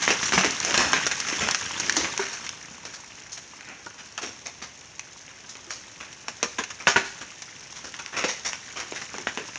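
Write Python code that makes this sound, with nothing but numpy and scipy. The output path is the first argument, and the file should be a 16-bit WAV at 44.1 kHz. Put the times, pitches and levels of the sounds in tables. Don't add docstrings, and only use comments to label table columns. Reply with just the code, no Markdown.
import sys
import numpy as np
from scipy import signal
from scipy.fft import rfft, irfft
from scipy.io import wavfile
from scipy.ndimage import uniform_filter1d

SR = 44100
rng = np.random.default_rng(int(sys.argv[2]) if len(sys.argv) > 2 else 0)


def wav_record(signal):
    frames = np.transpose(np.atleast_2d(signal))
    bounded = np.clip(frames, -1, 1)
    quanta = np.round(bounded * 32767).astype(np.int16)
    wavfile.write(sys.argv[1], SR, quanta)


N = 422478

# start_s, crack_db, crumble_db, thud_db, bright_db
PIECES = [(0.0778, -12.5, -19.5, 0.5, -17), (0.0896, -24, -28, 3, -17), (.1043, -15.5, -16, 3, -1.5),
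          (0.229, -23, -17, -16, 0), (.2561, -34, -16.5, -10, 4.5), (0.2813, -25.5, -22, -15, 5),
          (0.3222, -17.5, -26.5, -6, -8), (.378, -14.5, -14.5, -9, -19), (0.41, -20, -22, 6, -0.5),
          (0.4347, -20, -26, -3, -9), (0.4461, -16, -17, 5.5, -2), (0.5082, -23, -43, 0, 26),
          (.6018, -20.5, -34, -13, 25), (0.6489, -18, -18.5, -6, 9), (0.7421, -16, -15, -4.5, -2),
          (0.7773, -14, -40, 0.5, 9), (.932, -12, -17.5, -3.5, -3.5), (1.066, -18, -14.5, 7, 7),
          (1.1129, -25, -18.5, -5, 1), (1.2013, -23, -16.5, -1, 12.5), (1.3267, -25.5, -31.5, 11, -7),
          (1.4874, -16.5, -28, -6, -5), (1.5103, -19, -14, 4, 13), (1.5467, -16, -23, -4, -0.5),
          (1.7992, -22, -18, 0, 8), (1.8961, -13, -16.5, -31, 0.5), (1.9243, -23, -25, -10, 13),
          (1.9667, -19, -11.5, -3, 7.5), (2.0447, -22.5, -27.5, -1, -7.5), (2.177, -20, -28, 0, 9),
          (2.4413, -40, -30, -6, 2), (2.465, -30, -28, -21, -1), (2.4917, -25.5, -23, -29, 7),
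          (2.8522, -32, -32, -3, 3), (3.376, -41, -28, -7, 5.5), (3.6083, -36, -39, -26, 0),
          (3.863, -35, -40, 7, 5), (4.178, -26.5, -28, -8, -2), (4.4689, -28.5, -43, -2, 11),
          (4.9942, -26, -30, -33, 6), (5.7065, -28, -28, -1, 5.5), (5.5535, -36.5, -41, -2, -4),
          (6.1263, -51, -33.5, -14, 5.5), (6.2825, -23.5, -28, 2.5, 1), (6.429, -15.5, -18.5, 7, 2),
          (6.5841, -29, -22.5, 3, -2.5), (6.6373, -27, -25, -24, 1), (6.7023, -45, -26, -16, 0),
          (6.8702, -11, -15.5, -6, -18), (6.8767, -18, -14.5, -3, 1), (6.9601, -18, -17.5, 1.5, -10),
          (6.9655, -17, -26, 6, -2.5), (7.21, -43, -30, 0, -1), (7.4199, -39, -27.5, -6, 6),
          (7.9411, -32, -37, -8, -6), (7.9892, -48, -28.5, -11, -2), (8.0612, -28, -36.5, -19, 1.5),
          (8.2392, -24, -20.5, 9, -2.5), (8.5314, -24.5, -33, -6, -5), (8.801, -30.5, -24.5, -9, 2.5),
          (8.9223, -27, -37, 12, -4.5), (9.0147, -39, -28, 1, 0), (9.1416, -30.5, -34.5, 6.5, -11),
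          (9.183, -27.5, -34, 10, -3.5), (9.2703, -18, -26, -1.5, -25), (9.374, -23.5, -29.5, 8.5, -7),
          (9.557, -27, -38, 1.5, -3)]
# start_s, level_db, t60_s, thud_db, bright_db
CLUMPS = [(.018, -18.5, 0.2, -10, 3), (.328, -16.5, 0.23, 2, -1), (.65, -24, 0.75, 3, 0),
          (.77, -16, 0.55, 5, 0.5), (.945, -23.5, 0.44, 1.5, -8), (1.149, -35, 0.63, -1, 17),
          (1.265, -23.5, 0.47, -4, 1), (1.405, -21, 0.41, 8, -2), (1.819, -29.5, 0.7, 7, -1),
          (1.974, -23, 0.38, 16.5, 7), (2.189, -25.5, 0.48, -8, -1), (2.324, -29, 0.23, -12, 6.5),
          (2.85, -37, 0.3, 12, 2), (2.937, -32.5, 0.14, -16, 8.5), (3.318, -31, 0.2, -11, 17),
          (3.67, -37.5, 0.47, -4, -11), (3.978, -39.5, 0.36, -23, -2), (4.212, -27, 0.34, 4, 2),
          (4.455, -30, 0.19, 0, 1), (4.617, -29, 0.18, 1, 2.5), (5.49, -33.5, 0.13, -14, 11),
          (5.70, -32, 0.34, -1, 7), (5.999, -33.5, 0.26, -3, -5), (6.796, -34.5, 0.22, 0, -3),
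          (6.896, -18, 0.17, -9, -0.5), (7.04, -34.5, .4, -2, 7), (7.756, -33.5, 0.19, -15, 4),
          (7.84, -32.5, .22, 9.5, 3), (8.125, -30, 0.4, -4.5, -13), (8.163, -20.5, 0.33, 1, -3),
          (8.28, -24.5, 0.3, -10, 2.5), (8.448, -22.5, 0.25, 0, 5.5), (8.755, -28.5, 0.38, 8, 1),
          (8.951, -29.5, 0.26, -18, 0)]
# start_s, pitch_hz, level_db, others_db
KNOCKS = [(0.376, 188.6, -19, -5.5), (.933, 434, -24, 1), (1.427, 206, -26.5, -15),
          (1.972, 306, -23.5, -25), (2.193, 394.3, -20.5, -6), (2.711, 225, -38, -12),
          (3.865, 390, -48, 12), (4.229, 354, -32.5, -16), (4.995, 2540, -36, -18),
          (5.672, 349, -41.5, -10), (6.4299, 481, -24, -4.5), (6.586, 438, -28.5, 4), (6.872, 398, -17, 2),
          (6.96, 395, -18.5, 4), (7.994, 387, -47.5, 13.5), (8.241, 510, -21.5, -16)]
# pitch_ratio, level_db, t60_s
CHUNK_MODES = [(1, -1, 0.13), (.55, -14.5, 0.14), (1.5, -10, 0.076), (2.4, -1.5, 0.073), (2.9, -6.5, .08),
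               (3.7, 3.5, 0.065)]
# frequency_hz, density_db
IMPACT_SPECTRUM = [(30, -27), (60, -11), (130, -13.5), (220, -3.5), (300, -5.5), (400, -5), (550, -5),
                   (1000, -3), (1650, 0.5), (2700, -1.5), (3300, -6.5), (4500, -7.5), (7000, -9),
                   (10000, -19.5)]
# frequency_hz, density_db
PATTER_SPECTRUM = [(30, -56), (70, -5.5), (250, -1), (550, -6.5), (1000, -2), (1750, 2.5), (2800, 1.5),
                   (3600, -6), (6000, -37.5)]
# frequency_hz, density_db
SIZZLE_SPECTRUM = [(1500, -32), (3000, -7.5), (4000, 0.5), (6500, 2), (8000, -2), (10000, -8)]
# frequency_hz, t60_s
YARD_DECAY = [(100, 0.27), (500, 0.45), (2000, 0.56), (6000, 0.7)]
# frequency_hz, density_db
AIR_SPECTRUM = [(20, -28), (40, -6.5), (60, -6), (120, -2.5), (220, -8.5), (450, -9), (1000, -10.5),
                (3000, -54)]
# frequency_hz, gain_db
MIC_RESPONSE = [(25, -28), (60, 0), (4950, 0), (5550, 7.5), (6400, 6), (7000, 1), (7500, -5.5), (7950, -17),
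                (8500, -9.5), (9300, -8.5), (9900, -21)]

CRUMBLE_T60_S, LONGER_IF_HEAVY, SHORTER_IF_THIN = 0.11, 0.26, 0.86
MODE_REFERENCE_HZ, DAMPING_EXPONENT = 400, 0.11
HEAVY_DB, EASE_DB_PER_S, RUNS_OUT_S, RUN_OUT_DB_PER_S = -34, 1.3, 2.085, 25.5
LIGHT_DB, CALM_S, GROW_DB_PER_S, LIGHT_SIZZLE_DB = -51, 4.66, 1.13, 2
YARD_DB, AIR_DB = -11, -56
HZ = np.fft.rfftfreq(4096, 1 / SR)


def falling_pieces(fracture_s=0.0006, crack_energy_s=0.003, rise_s=0.0023, dullest_spray_db=-6):
    out, t = np.zeros(N), np.arange(SR // 4) / SR
    fracture = (t / fracture_s) * np.exp(-t / fracture_s)
    for start_s, crack_db, crumble_db, thud_db, bright_db in PIECES:
        snap = fracture * rng.standard_normal(len(t))
        crack = filtered(snap, impact_spectrum(thud_db, bright_db - 2, deep_db=-17))
        crack *= np.sqrt(crack_energy_s * SR / np.sum(microphone(crack) ** 2))
        thin_db = max(bright_db, dullest_spray_db)
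        t60_s = CRUMBLE_T60_S * amp(LONGER_IF_HEAVY * thud_db - SHORTER_IF_THIN * thin_db)
        colour_db = impact_spectrum(thud_db, thin_db, deep_db=3)
        crumble = splinters(t, rise_s, t60_s, colour_db, per_s=5000, spread_db=1)
        add(out, start_s, amp(crack_db) * crack + amp(crumble_db) * crumble)
    return out


def clumps(push_db=3, rise_per_t60=0.022):
    out, t = np.zeros(N), np.arange(SR // 2) / SR
    for start_s, level_db, t60_s, thud_db, bright_db in CLUMPS:
        colour_db = impact_spectrum(thud_db, bright_db, deep_db=push_db + thud_db)
        crackle = splinters(t, rise_per_t60 * t60_s, t60_s, colour_db, per_s=2200, spread_db=3)
        add(out, start_s, amp(level_db) * crackle)
    return out


def knocks(onset_s=0.00085, rocking_depth=0.5):
    out, t = np.zeros(N), np.arange(SR // 4) / SR
    for start_s, pitch_hz, level_db, others_db in KNOCKS:
        damping = (pitch_hz / MODE_REFERENCE_HZ) ** DAMPING_EXPONENT
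        for k, (pitch_ratio, mode_db, t60_s) in enumerate(CHUNK_MODES):
            hz = pitch_hz * pitch_ratio
            rocking = unit(uniform_filter1d(rng.standard_normal(len(t)), size=round(3 * SR / hz)))
            envelope = (1 - np.exp(-t / onset_s)) * amp(mode_db - 60 * t * damping / t60_s)
            ring = np.sin(2 * np.pi * hz * t) * envelope * (1 + rocking_depth * rocking)
            add(out, start_s, amp(level_db + others_db * (k > 0)) * ring)
    return out


def impact_spectrum(thud_db, bright_db, deep_db, thud_hz=340, bright_hz=3500, deep_hz=120):
    deep = 1 / (1 + (HZ / deep_hz) ** 4)
    thud = np.exp(-np.log((HZ + 1) / thud_hz) ** 2 * 2)
    bright = 1 / (1 + (bright_hz / (HZ + 1)) ** 10)
    return curve(IMPACT_SPECTRUM) + deep_db * deep + thud_db * thud + bright_db * bright


def splinters(t, rise_s, t60_s, colour_db, per_s, spread_db):
    spray = clicks(len(t), per_s, spread_db) * (1 - np.exp(-t / rise_s))
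    settling = amp(-60 * t / max(t60_s, 0.01))
    return filtered(spray * settling, colour_db + shard_resonances(depth_db=2.5, width_bins=22))


def shard_resonances(depth_db, width_bins):
    bumps = uniform_filter1d(rng.standard_normal(len(HZ)), width_bins)
    bumps = uniform_filter1d(bumps, width_bins)
    return depth_db * unit(np.tanh(unit(bumps)))


def shower(near_exponent=0.16):
    t = np.arange(N) / SR
    heavy = amp(HEAVY_DB - EASE_DB_PER_S * t - RUN_OUT_DB_PER_S * np.maximum(t - RUNS_OUT_S, 0))
    light = amp(LIGHT_DB + GROW_DB_PER_S * abs(t - CALM_S))
    landing = np.hypot(heavy, light)
    splintering = np.hypot(heavy, amp(LIGHT_SIZZLE_DB) * light)
    near = unit(landing) ** near_exponent
    patter = amp(-1.5) * bits(PATTER_SPECTRUM, per_s=260, spread_db=4, variety_db=6.5, crunch_s=0.01)
    far_patter = amp(-4) * noise(PATTER_SPECTRUM)
    sizzle = amp(-4.5) * bits(SIZZLE_SPECTRUM, per_s=320, spread_db=4, variety_db=2.5, crunch_s=0.0096)
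    far_sizzle = amp(-5.5) * noise(SIZZLE_SPECTRUM)
    twig_ticks = amp(-9) * bits(SIZZLE_SPECTRUM, per_s=20, spread_db=3, variety_db=5.5, crunch_s=0.0035)
    return landing * (near * patter + far_patter) + splintering * (near * (sizzle + twig_ticks) + far_sizzle)


def bits(spectrum, per_s, spread_db, variety_db, crunch_s, shapes=24):
    out, t = np.zeros(N), np.arange(SR // 12) / SR
    for decay_s in np.geomspace(crunch_s / 10, crunch_s, shapes):
        burst = rng.standard_normal(len(t)) * np.exp(-t / decay_s)
        colour_db = curve(spectrum) + shard_resonances(variety_db, width_bins=60)
        crunch = filtered(burst / np.linalg.norm(burst), colour_db)
        out += signal.oaconvolve(clicks(N, per_s / shapes, spread_db), crunch)[:N]
    return out / np.sqrt(shapes)


def yard_echo(x, first_echo_s=0.0038, patterns=3, crossfade_hz=1):
    out, phase = np.zeros(N), 2 * np.pi * crossfade_hz * np.arange(N) / SR
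    for k in range(patterns):
        echoes = clicks(SR // 2, per_s=2500, spread_db=2) * (np.arange(SR // 2) > first_echo_s * SR)
        hz, t, spectra = signal.stft(echoes, SR, nperseg=256)
        decay = amp(-60 * t / curve(YARD_DECAY, hz)[:, None])
        tail = signal.istft(spectra * decay, SR, nperseg=256)[1]
        share = np.sqrt(2 / patterns) * np.cos(phase + np.pi * k / patterns)
        out += signal.oaconvolve(x * share, tail / np.linalg.norm(tail))[:N]
    return out


def air():
    return amp(AIR_DB) * noise(AIR_SPECTRUM)


def microphone(x):
    hz = np.fft.rfftfreq(len(x), 1 / SR)
    return irfft(rfft(x) * amp(curve(MIC_RESPONSE, hz)), len(x))


def clicks(length, per_s, spread_db):
    size = amp(spread_db * np.minimum(rng.exponential(1, length), 3.5))
    return unit(size * rng.choice([-1., 1.], length) * (rng.random(length) < per_s / SR))


def noise(spectrum):
    return filtered(rng.standard_normal(N), curve(spectrum))


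def filtered(x, spectrum_db):
    log_gain = np.log(amp(np.r_[spectrum_db, spectrum_db[-2:0:-1]]))
    pulse = np.fft.ifft(np.exp(np.conj(signal.hilbert(log_gain)))).real[:len(HZ)]
    heard_rms = np.sqrt(np.mean(amp(spectrum_db + curve(MIC_RESPONSE)) ** 2))
    return signal.oaconvolve(x, pulse / heard_rms)[:len(x)]


def curve(table, hz=HZ):
    table_hz, values = np.transpose(table)
    return np.interp(np.log(hz + 1), np.log(table_hz + 1), values)


def add(mix, start_s, sound):
    part = mix[max(0, round(start_s * SR)):][:len(sound)]
    part += sound[:len(part)]


def amp(db):
    return 10 ** (np.asarray(db) / 20)


def unit(x):
    return x / np.sqrt(np.mean(x ** 2) + 1e-20)


def scene():
    ice = falling_pieces() + clumps() + knocks() + shower()
    return (ice + amp(YARD_DB) * yard_echo(ice) + air())[None]


def record(dry, overload=0.93, cutoff_hz=10150):
    clipped = np.clip(microphone(dry[0]), -overload, overload)
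    lowpass = signal.firwin(301, cutoff_hz, window=("kaiser", 8), fs=SR)
    return signal.oaconvolve(clipped, lowpass, "same")[None]


dry = scene()
out = record(dry)
wav_record(out)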